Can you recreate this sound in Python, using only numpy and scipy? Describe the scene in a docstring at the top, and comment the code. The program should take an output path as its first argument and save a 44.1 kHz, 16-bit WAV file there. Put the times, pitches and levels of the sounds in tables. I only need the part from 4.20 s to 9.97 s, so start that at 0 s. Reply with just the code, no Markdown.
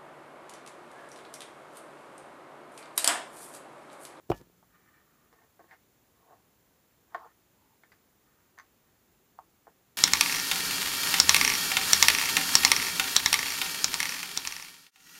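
"""A can knocks down on a wooden workbench in a small quiet room: it lands on its edge, drops flat and
rocks to rest with a gritty scrape. Then a knife tip taps, ticks and scrapes lightly on a small hollow
tub, with faint rubbing in the long pauses and a faint, short swell of noise around the louder taps.
Blows ring the bench, can, tub and blade; scrapes are streams of tiny slips.
Under it lie a low room rumble and the hiss and thin whine of microphone electronics."""
import sys
import numpy as np
from scipy import signal
from scipy.fft import rfft, irfft, next_fast_len
from scipy.io import wavfile
from scipy.ndimage import map_coordinates

SR = 44100
rng = np.random.default_rng(int(sys.argv[2]) if len(sys.argv) > 2 else 0)


def transcribe(signal):
    """Save signal, clipped to [-1, 1], as a 16-bit WAV file at the path in sys.argv[1]."""
    frames = np.atleast_2d(signal).T
    limited = np.clip(frames, -1, 1)
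    pcm = np.round(limited * 32767).astype(np.int16)
    wavfile.write(sys.argv[1], SR, pcm)


N = 254501
IR_SAMPLES = 32768
IR_HZ = np.fft.rfftfreq(IR_SAMPLES, 1 / SR)
AGE_S = np.arange(IR_SAMPLES) / SR
TIME_S = np.arange(N) / SR

# Spectra of bench top, tub wall and hard contact. Each row: frequency in Hz, level in dB.
BENCH_SPECTRUM = [(20, -30.5), (60, -0.5), (300, 1), (1200, 1), (1950, -0.5), (2700, -3), (4200, -5.5),
                  (16000, -28)]
TUB_SPECTRUM = [(100, -11), (280, 4), (400, 5), (1500, 3.5), (2200, 1.5), (2750, -10.5), (3400, -3),
                (5000, -10), (16000, -77)]
TICK_SPECTRUM = [(500, -34.5), (2500, -1), (4500, -2.5), (6300, -6.5), (8000, -13), (11000, -15.5),
                 (16000, -6.5)]
# Body resonances. Each row: frequency in Hz, width in Hz, lift in dB.
BENCH_RESONANCES = [(109.1, 51, 14.8), (178, 21, 8.3), (339.6, 27, 9.9), (420, 62, 5.2), (530, 41, 8.7),
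                    (632, 37, 2.1), (732, 80, 5), (1164, 82, 1.92)]
TUB_RESONANCES = [(337, 19, 18.3), (454, 56, 13.5), (675, 45, 11.9), (754, 67, 9.4), (879, 94, 8.6),
                  (1088.6, 25, 12.5), (1210, 79, 6.4), (1410, 24, 5.4), (1548, 50, 7.5), (1815, 120, 11.2),
                  (2124, 150, 7.1)]
# Slow sway of the bench. Each row: frequency in Hz, level in dB, T60 in seconds.
SWAY_MODES = [(50.3, -5, 0.27), (111, 1.5, 0.05), (192.1, -2, 0.1), (175, -21.5, 2.0)]


def can_landing(graze_lead_s=0.008, rim_lead_s=0.00092, rebound_sharpening=1.28):
    """The can grazes the bench, lands on its edge, drops flat; each landing clacks and rebounds."""
    # Each row: start in seconds, level in dB, blow centre in Hz, rebound delay in seconds,
    # rebound and rim clack in dB re the level.
    landings = [(0.1012, -16.5, 282.5, 0.0029, 3, -28.5), (0.1175, -18.5, 774, 0.0053, -9, -12.5)]
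    out = np.zeros(N)
    add(out, landings[0][0] - graze_lead_s, amp(-40) * can_blow(centre_hz=220))
    for start_s, db, centre_hz, rebound_s, rebound_db, rim_db in landings:
        clack = struck(BENCH_SPECTRUM, BENCH_RESONANCES, centre_hz=2500, octaves=0.17)
        add(out, start_s - rim_lead_s, amp(db + rim_db) * clack + amp(-38) * tick())
        add(out, start_s, amp(db) * can_blow(centre_hz))
        add(out, start_s + rebound_s, amp(db + rebound_db) * can_blow(centre_hz * rebound_sharpening))
    return in_room(out, wet_db=-15.5)


def can_blow(centre_hz):
    """One contact thumps and sways the bench; a harder, higher blow is narrower and rings the can more."""
    # Each row: frequency in Hz, level in dB, T60 in seconds.
    can_modes = [(360.5, -24.5, 0.094), (495, -19, 0.22), (610, -20.5, 0.095), (738, -15, 0.041),
                 (880, -6, 0.06), (925, -23.5, 0.3), (1026, -25, 0.06), (1185, -7, 0.095),
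                 (1226, -4, 0.025), (1470, -15, 0.074), (1724, -18.5, 0.26), (1760, -18.5, 0.1),
                 (1870, -19, 0.13), (2553, -7, 0.07), (2900, -10.5, 0.08), (3010, -13, 0.03)]
    # Each row: blow centre in Hz, blow width in octaves.
    width_octaves = [(200, 1), (290, 1), (380, 0.77), (1000, 0.39)]
    # Each row: blow centre in Hz, gain in dB.
    ring_db = [(380, -50.5), (800, -16)]
    sway_db = [(200, -30), (300, -24), (800, -26.5)]
    thump = struck(BENCH_SPECTRUM, BENCH_RESONANCES, centre_hz, along(width_octaves, centre_hz))
    ring = amp(along(ring_db, centre_hz)) * ringing(can_modes)
    sway = amp(along(sway_db, centre_hz)) * ringing(SWAY_MODES)
    return thump + ring + sway


def can_settling(roll_db=-57, roll_at_s=0.209, roll_sigma_s=0.012):
    """The can bumps, rolls on its rim and rocks to rest."""
    # Each row: start in seconds, level in dB, blow centre in Hz, tick in dB re the level.
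    bumps = [(0.1302, -40, 620, -38), (0.1464, -41.5, 240, -28), (0.2142, -42.5, 255, -26),
             (0.27, -56, 400, -12), (0.299, -57, 280, -18)]
    out = np.zeros(N)
    for start_s, db, centre_hz, tick_db in bumps:
        add(out, start_s, amp(db) * (can_blow(centre_hz) + amp(tick_db) * tick()))
    bench = struck(BENCH_SPECTRUM, BENCH_RESONANCES, centre_hz=200, octaves=2.2)
    roll = unit_rms(signal.fftconvolve(rng.standard_normal(N), bench)[:N])
    swell = np.exp(-.5 * ((TIME_S - roll_at_s) / roll_sigma_s) ** 2)
    return in_room(out + amp(roll_db) * swell * roll, wet_db=-12.5)


def rim_grit(drag_db=-61.5, catch_t60_s=0.016):
    """The rim drags over dried paint on the bench, crackling and catching with small ticks."""
    # Each row: frequency in Hz, level in dB.
    grit_spectrum = [(1000, -22), (3500, -4.5), (5800, -5), (7200, -6.5), (8600, -12.5), (11000, -8.5),
                     (13000, -9), (15500, -7)]
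    # Each row: start in seconds, peak in dB.
    catches = [(0.0942, -50.5), (0.1025, -38), (0.1102, -44), (0.158, -51.5), (0.176, -51.5),
               (0.187, -55.5), (0.2135, -47.5)]
    grains = unit_rms(grainy(impulse(along(grit_spectrum, IR_HZ)), grains_per_s=4000))
    pressure = envelope(start_s=0.148, hold_s=0.036, fade_s=0.034, wobble_db=2.0, wobbles_per_s=200)
    out = amp(drag_db) * pressure * grains
    for start_s, db in catches:
        add(out, start_s, amp(db) * tick(grit_spectrum, catch_t60_s))
    return out


def knife_taps(sway_db=-44, loss_db=2, dulling=0.9, slowing=1.05):
    """Hollow knocks on the tub with a steely tick on top; some taps chatter, all nudge the bench."""
    # Each row: start in seconds, level in dB, blow centre in Hz, width in octaves, tick in dB re the
    # level, tick centre in Hz, contact count, first gap in seconds, room send in dB.
    taps = [(0.427, -52, 930, 0.47, -29, 4700, 1, 0, -5.5), (1.1280, -48.5, 1420, 1.3, -11, 4680, 1, 0, -5),
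            (1.393, -47.5, 580, 1.1, -21, 4600, 3, 0.005, 0),
            (1.442, -49.5, 620, 1.1, -19, 4600, 1, 0, -5.5),
            (1.5111, -44, 1980, 0.46, -15, 4630, 2, 0.004, -6.5),
            (2.9462, -23, 1200, 0.56, -24, 3430, 4, 0.0026, -9),
            (2.9627, -41, 1210, 0.31, -12, 5200, 1, 0, -15),
            (3.6350, -47, 1970, 0.89, -20, 4560, 3, 0.0013, -7.5),
            (3.7188, -49, 2080, 0.88, -6.5, 4750, 3, 0.0019, -4),
            (4.3868, -36.5, 1630, 0.55, -6, 6200, 1, 0, -7.5),
            (4.3978, -37, 1470, 0.53, -8, 6160, 1, 0, -9),
            (4.4115, -57.5, 1620, 0.5, 0, 6260, 2, 0.0025, -6),
            (5.1881, -32, 946, 0.38, -23.5, 4600, 1, 0, -10.5),
            (5.469, -42, 850, 0.69, -28, 4570, 2, 0.0085, -5)]
    out = np.zeros(N)
    for start_s, db, centre_hz, octaves, tick_db, tick_hz, contacts, gap_s, room_db in taps:
        add(out, start_s, amp(db + sway_db) * ringing(SWAY_MODES))
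        for k in range(contacts):  # chatter: weaker, duller, ever longer flights
            hz = centre_hz * dulling ** k
            knock = dispersed(struck(TUB_SPECTRUM, TUB_RESONANCES, hz, octaves), hz)
            contact = in_room(knock + amp(tick_db) * blade(tick_hz), room_db)
            delay_s = gap_s * np.sum(slowing ** np.arange(k))
            add(out, start_s + delay_s, amp(db - k * loss_db) * contact)
    return out


def blade(tick_hz, octaves=0.16, attack_s=0.000064):
    """The steel tip clicks and briefly rings, most in the modes near tick_hz."""
    # Each row: frequency in Hz, level in dB, T60 in seconds.
    tip_modes = [(3270, -0.5, 0.009), (4930, -6, 0.0091), (6150, -9, 0.017)]
    excited = [(hz, db + 20 * np.log10(bell(hz, tick_hz, octaves) + 1e-9), t60_s)
               for hz, db, t60_s in tip_modes]
    return (tick(t60_s=0.0087) + ringing(excited)) * (1 - np.exp(-AGE_S / attack_s))


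def scrapes_and_swells(sustain=1.64):
    """Knife scrapes build up the tub's resonances; faint, short noise swells surround the louder taps."""
    # Each row: start, hold and fade-in in seconds, level in dB, centre in Hz, width in octaves.
    # The rows at 2.932, 4.38 and 5.187 s are the swells; the rest are scrapes.
    bursts = [(1.133, 0.12, 0.016, -67, 1290, 1.1), (1.52, 0.023, 0.02, -54.5, 1440, 0.84),
              (2.03, 0.15, 0.067, -70, 900, 0.57), (2.111, 0.021, 0.028, -56.5, 776, 0.63),
              (2.932, 0.029, 0.018, -63, 1100, 0.6), (2.972, 0.014, 0.01, -51, 1050, 0.96),
              (3.003, 0.051, 0.027, -48.5, 1003, 0.34), (3.054, 0.011, 0.012, -59, 660, 0.44),
              (3.424, 0.09, 0.063, -73.5, 937, 0.13), (4.38, 0.0022, 0.0022, -54.5, 1490, 0.68),
              (4.402, 0.002, 0.006, -52.5, 1500, 0.34), (5.187, 0.01, 0.0066, -63.5, 1090, 0.38)]
    # A higher burst hisses more. 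Each row: centre in Hz, hiss in dB re the burst.
    hiss_db = [(950, -28), (1400, -15.5)]
    resonances = [(hz, width_hz / sustain, db * sustain) for hz, width_hz, db in TUB_RESONANCES]
    out = np.zeros(N)
    for start_s, hold_s, fade_s, db, centre_hz, octaves in bursts:
        tub = struck(TUB_SPECTRUM, resonances, centre_hz, octaves)
        body = unit_rms(grainy(tub, grains_per_s=5000))
        contour = envelope(start_s, hold_s, fade_s)
        hiss = amp(along(hiss_db, centre_hz)) * noise(TICK_SPECTRUM)
        out += amp(db) * contour * (body + hiss)
    return out


def tub_rubs():
    """Light rubbing: faint, sparse scratches in the narrow resonances of the tub's wall."""
    # Each row: start, hold and fade-in in seconds, level in dB, centre in Hz, width in octaves.
    rubs = [(0.517, 0.3, 0.041, -72, 1700, 0.83), (0.548, 0.018, 0.007, -64.5, 1750, 0.84),
            (0.679, 0.016, 0.0038, -65.5, 1830, 0.36), (0.743, 0.04, 0.008, -68, 1765, 0.51),
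            (0.85, 0.24, 0.045, -74, 1300, 0.77), (3.069, 0.047, 0.02, -69, 1630, 0.66),
            (4.076, 0.19, 0.05, -75.5, 1350, 0.85), (4.688, 0.07, 0.025, -78, 2200, 1.1)]
    # Each row: frequency in Hz, width in Hz, lift in dB.
    wall_resonances = [(1210, 91, 15), (1440, 110, 11.5), (1815, 51, 18.5), (2325, 43, 13), (2970, 80, 15)]
    out = np.zeros(N)
    for start_s, hold_s, fade_s, db, centre_hz, octaves in rubs:
        rustle = grainy(struck(TUB_SPECTRUM, wall_resonances, centre_hz, octaves), grains_per_s=600)
        pressure = envelope(start_s, hold_s, fade_s, wobble_db=0)
        out += amp(db) * pressure * unit_rms(in_room(rustle, wet_db=-2))
    return out


def struck(spectrum, resonances, centre_hz, octaves, floor_db=-38):
    """A body's response to one contact, peak 1; a harder contact feeds a higher band."""
    band = bell(IR_HZ + 1, centre_hz, octaves) + amp(floor_db)
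    lift = 1 + sum((amp(db) ** 2 - 1) / (1 + (2 * (IR_HZ - hz) / width_hz) ** 2)
                   for hz, width_hz, db in resonances)
    gain_db = along(spectrum, IR_HZ) + 20 * np.log10(band) + 10 * np.log10(np.abs(lift))
    return unit_peak(impulse(gain_db))


def ringing(modes, scatter_db=2.0):
    """Damped sines whose strengths vary from blow to blow."""
    return sum(amp(db + rng.normal(0, scatter_db) - 60 * AGE_S / t60_s) * np.sin(2 * np.pi * hz * AGE_S)
               for hz, db, t60_s in modes)


def tick(spectrum=TICK_SPECTRUM, t60_s=0.028):
    """Short bright crackle of two hard surfaces meeting."""
    return unit_peak(noise(spectrum)[:IR_SAMPLES] * amp(-60 * AGE_S / t60_s))


def dispersed(x, hz, q=1.0):
    """All-pass: bending waves near hz arrive late, so a blow swells over its first cycles."""
    pole = np.exp(-np.pi * hz / (q * SR))
    a = [1, -2 * pole * np.cos(2 * np.pi * hz / SR), pole ** 2]
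    return signal.lfilter(a[::-1], a, x)


def grainy(response, grains_per_s):
    """Tiny pulses of random size and timing excite an impulse response."""
    pulses = (rng.random(N) < grains_per_s / SR) * rng.standard_normal(N)
    return signal.fftconvolve(pulses, response)[:N]


def envelope(start_s, hold_s, fade_s, wobble_db=1.8, wobbles_per_s=90, release_ratio=0.61):
    """The level builds, holds and falls a little faster, wavering by wobble_db."""
    before_s = np.maximum(start_s - TIME_S, 0)
    after_s = np.maximum(TIME_S - start_s - hold_s, 0)
    wobble = map_coordinates(rng.standard_normal(4096), [TIME_S * wobbles_per_s], mode="wrap")
    return np.exp(-(before_s + after_s / release_ratio) / fade_s) * amp(wobble_db * wobble)


def in_room(x, wet_db, onset_s=0.0012):
    """A sound plus its short, diffuse reflections from bench clutter and walls."""
    # Each row: frequency in Hz, T60 in seconds.
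    room_t60_s = [(100, 0.24), (400, 0.093), (1200, 0.12), (4000, 0.16), (12000, 0.013)]
    hz, age_s, bins = signal.stft(rng.standard_normal(IR_SAMPLES), SR, nperseg=256)
    decay = amp(-60 * age_s / along(room_t60_s, hz)[:, None])
    tail = signal.istft(bins * decay, SR, nperseg=256)[1][:IR_SAMPLES]
    tail *= 1 - np.exp(-(AGE_S / onset_s) ** 2)
    return x + amp(wet_db) * signal.fftconvolve(x, tail / np.linalg.norm(tail))[:len(x)]


def background(rumble_db=-69.5, hiss_db=-67.0, whine_gain_db=-1, drift_step_rad=0.012):
    """Room rumble, with the hiss and slightly unsteady whine of the electronics."""
    # Each row: frequency in Hz, relative level in dB.
    rumble_spectrum = [(18, -27), (35, -13), (55, -3), (120, -3), (220, -3.5), (380, -5), (600, -10.5),
                       (1000, -12), (2000, -16), (4000, -22.5), (9000, -56.5)]
    hiss_spectrum = [(1000, -29.5), (2800, -13), (4500, -11.5), (7000, -7), (8500, -13.5), (10500, -7.5),
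                     (12500, -12), (14000, -3.5), (15200, -0.5)]
    whine_tones = [(3677, -96.5), (4430, -92), (5163, -92), (5895, -91.5), (6621, -89), (7354, -88.5),
                   (7375, -89.5), (14879, -98.5)]
    whine = np.zeros(N)
    for hz, db in whine_tones:
        drift_rad = drift_step_rad * np.cumsum(rng.standard_normal(N))
        whine += amp(db + whine_gain_db) * np.sqrt(2) * np.sin(2 * np.pi * hz * TIME_S + drift_rad)
    return amp(rumble_db) * noise(rumble_spectrum) + amp(hiss_db) * noise(hiss_spectrum) + whine


def noise(spectrum):
    """Steady coloured noise of rms 1."""
    size = next_fast_len(N)
    gain = amp(along(spectrum, np.fft.rfftfreq(size, 1 / SR)))
    return unit_rms(irfft(rfft(rng.standard_normal(size)) * gain, size)[:N])


def impulse(gain_db):
    """Minimum-phase impulse response with this gain over IR_HZ."""
    cepstrum = irfft(np.log(np.maximum(amp(gain_db), 1e-6)))
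    cepstrum[1:IR_SAMPLES // 2] *= 2
    cepstrum[IR_SAMPLES // 2 + 1:] = 0
    return irfft(np.exp(rfft(cepstrum)))


def bell(hz, centre_hz, octaves):
    """Gaussian band on an octave axis."""
    return np.exp(-.5 * (np.log2(hz / centre_hz) / octaves) ** 2)


def along(points, hz):
    """Interpolate (Hz, value) points on a log axis."""
    points_hz, values = np.transpose(points)
    return np.interp(np.log(hz + 1), np.log(points_hz), values)


def amp(db):
    """Decibels to gain."""
    return 10 ** (np.asarray(db) / 20)


def unit_rms(x):
    """Scale to rms 1."""
    return x / np.sqrt(np.mean(x ** 2) + 1e-20)


def unit_peak(x):
    """Scale to peak 1."""
    return x / np.max(np.abs(x))


def add(track, start_s, sound):
    """Mix a sound into the track."""
    part = track[round(start_s * SR):][:len(sound)]
    part += sound[:len(part)]


def scene():
    """Everything reaches one close microphone."""
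    can = can_landing() + can_settling() + rim_grit()
    return (can + knife_taps() + scrapes_and_swells() + tub_rubs() + background())[None]


def record(dry, low_cut_hz=36, top_hz=15350):
    """Roll off the deepest bass and cut everything above top_hz."""
    dry = signal.sosfilt(signal.butter(2, low_cut_hz, "highpass", fs=SR, output="sos"), dry)
    size = next_fast_len(N + IR_SAMPLES)
    passband = np.fft.rfftfreq(size, 1 / SR) < top_hz
    return irfft(rfft(dry, size) * passband, size)[:, :N]


dry = scene()
out = record(dry)
transcribe(out)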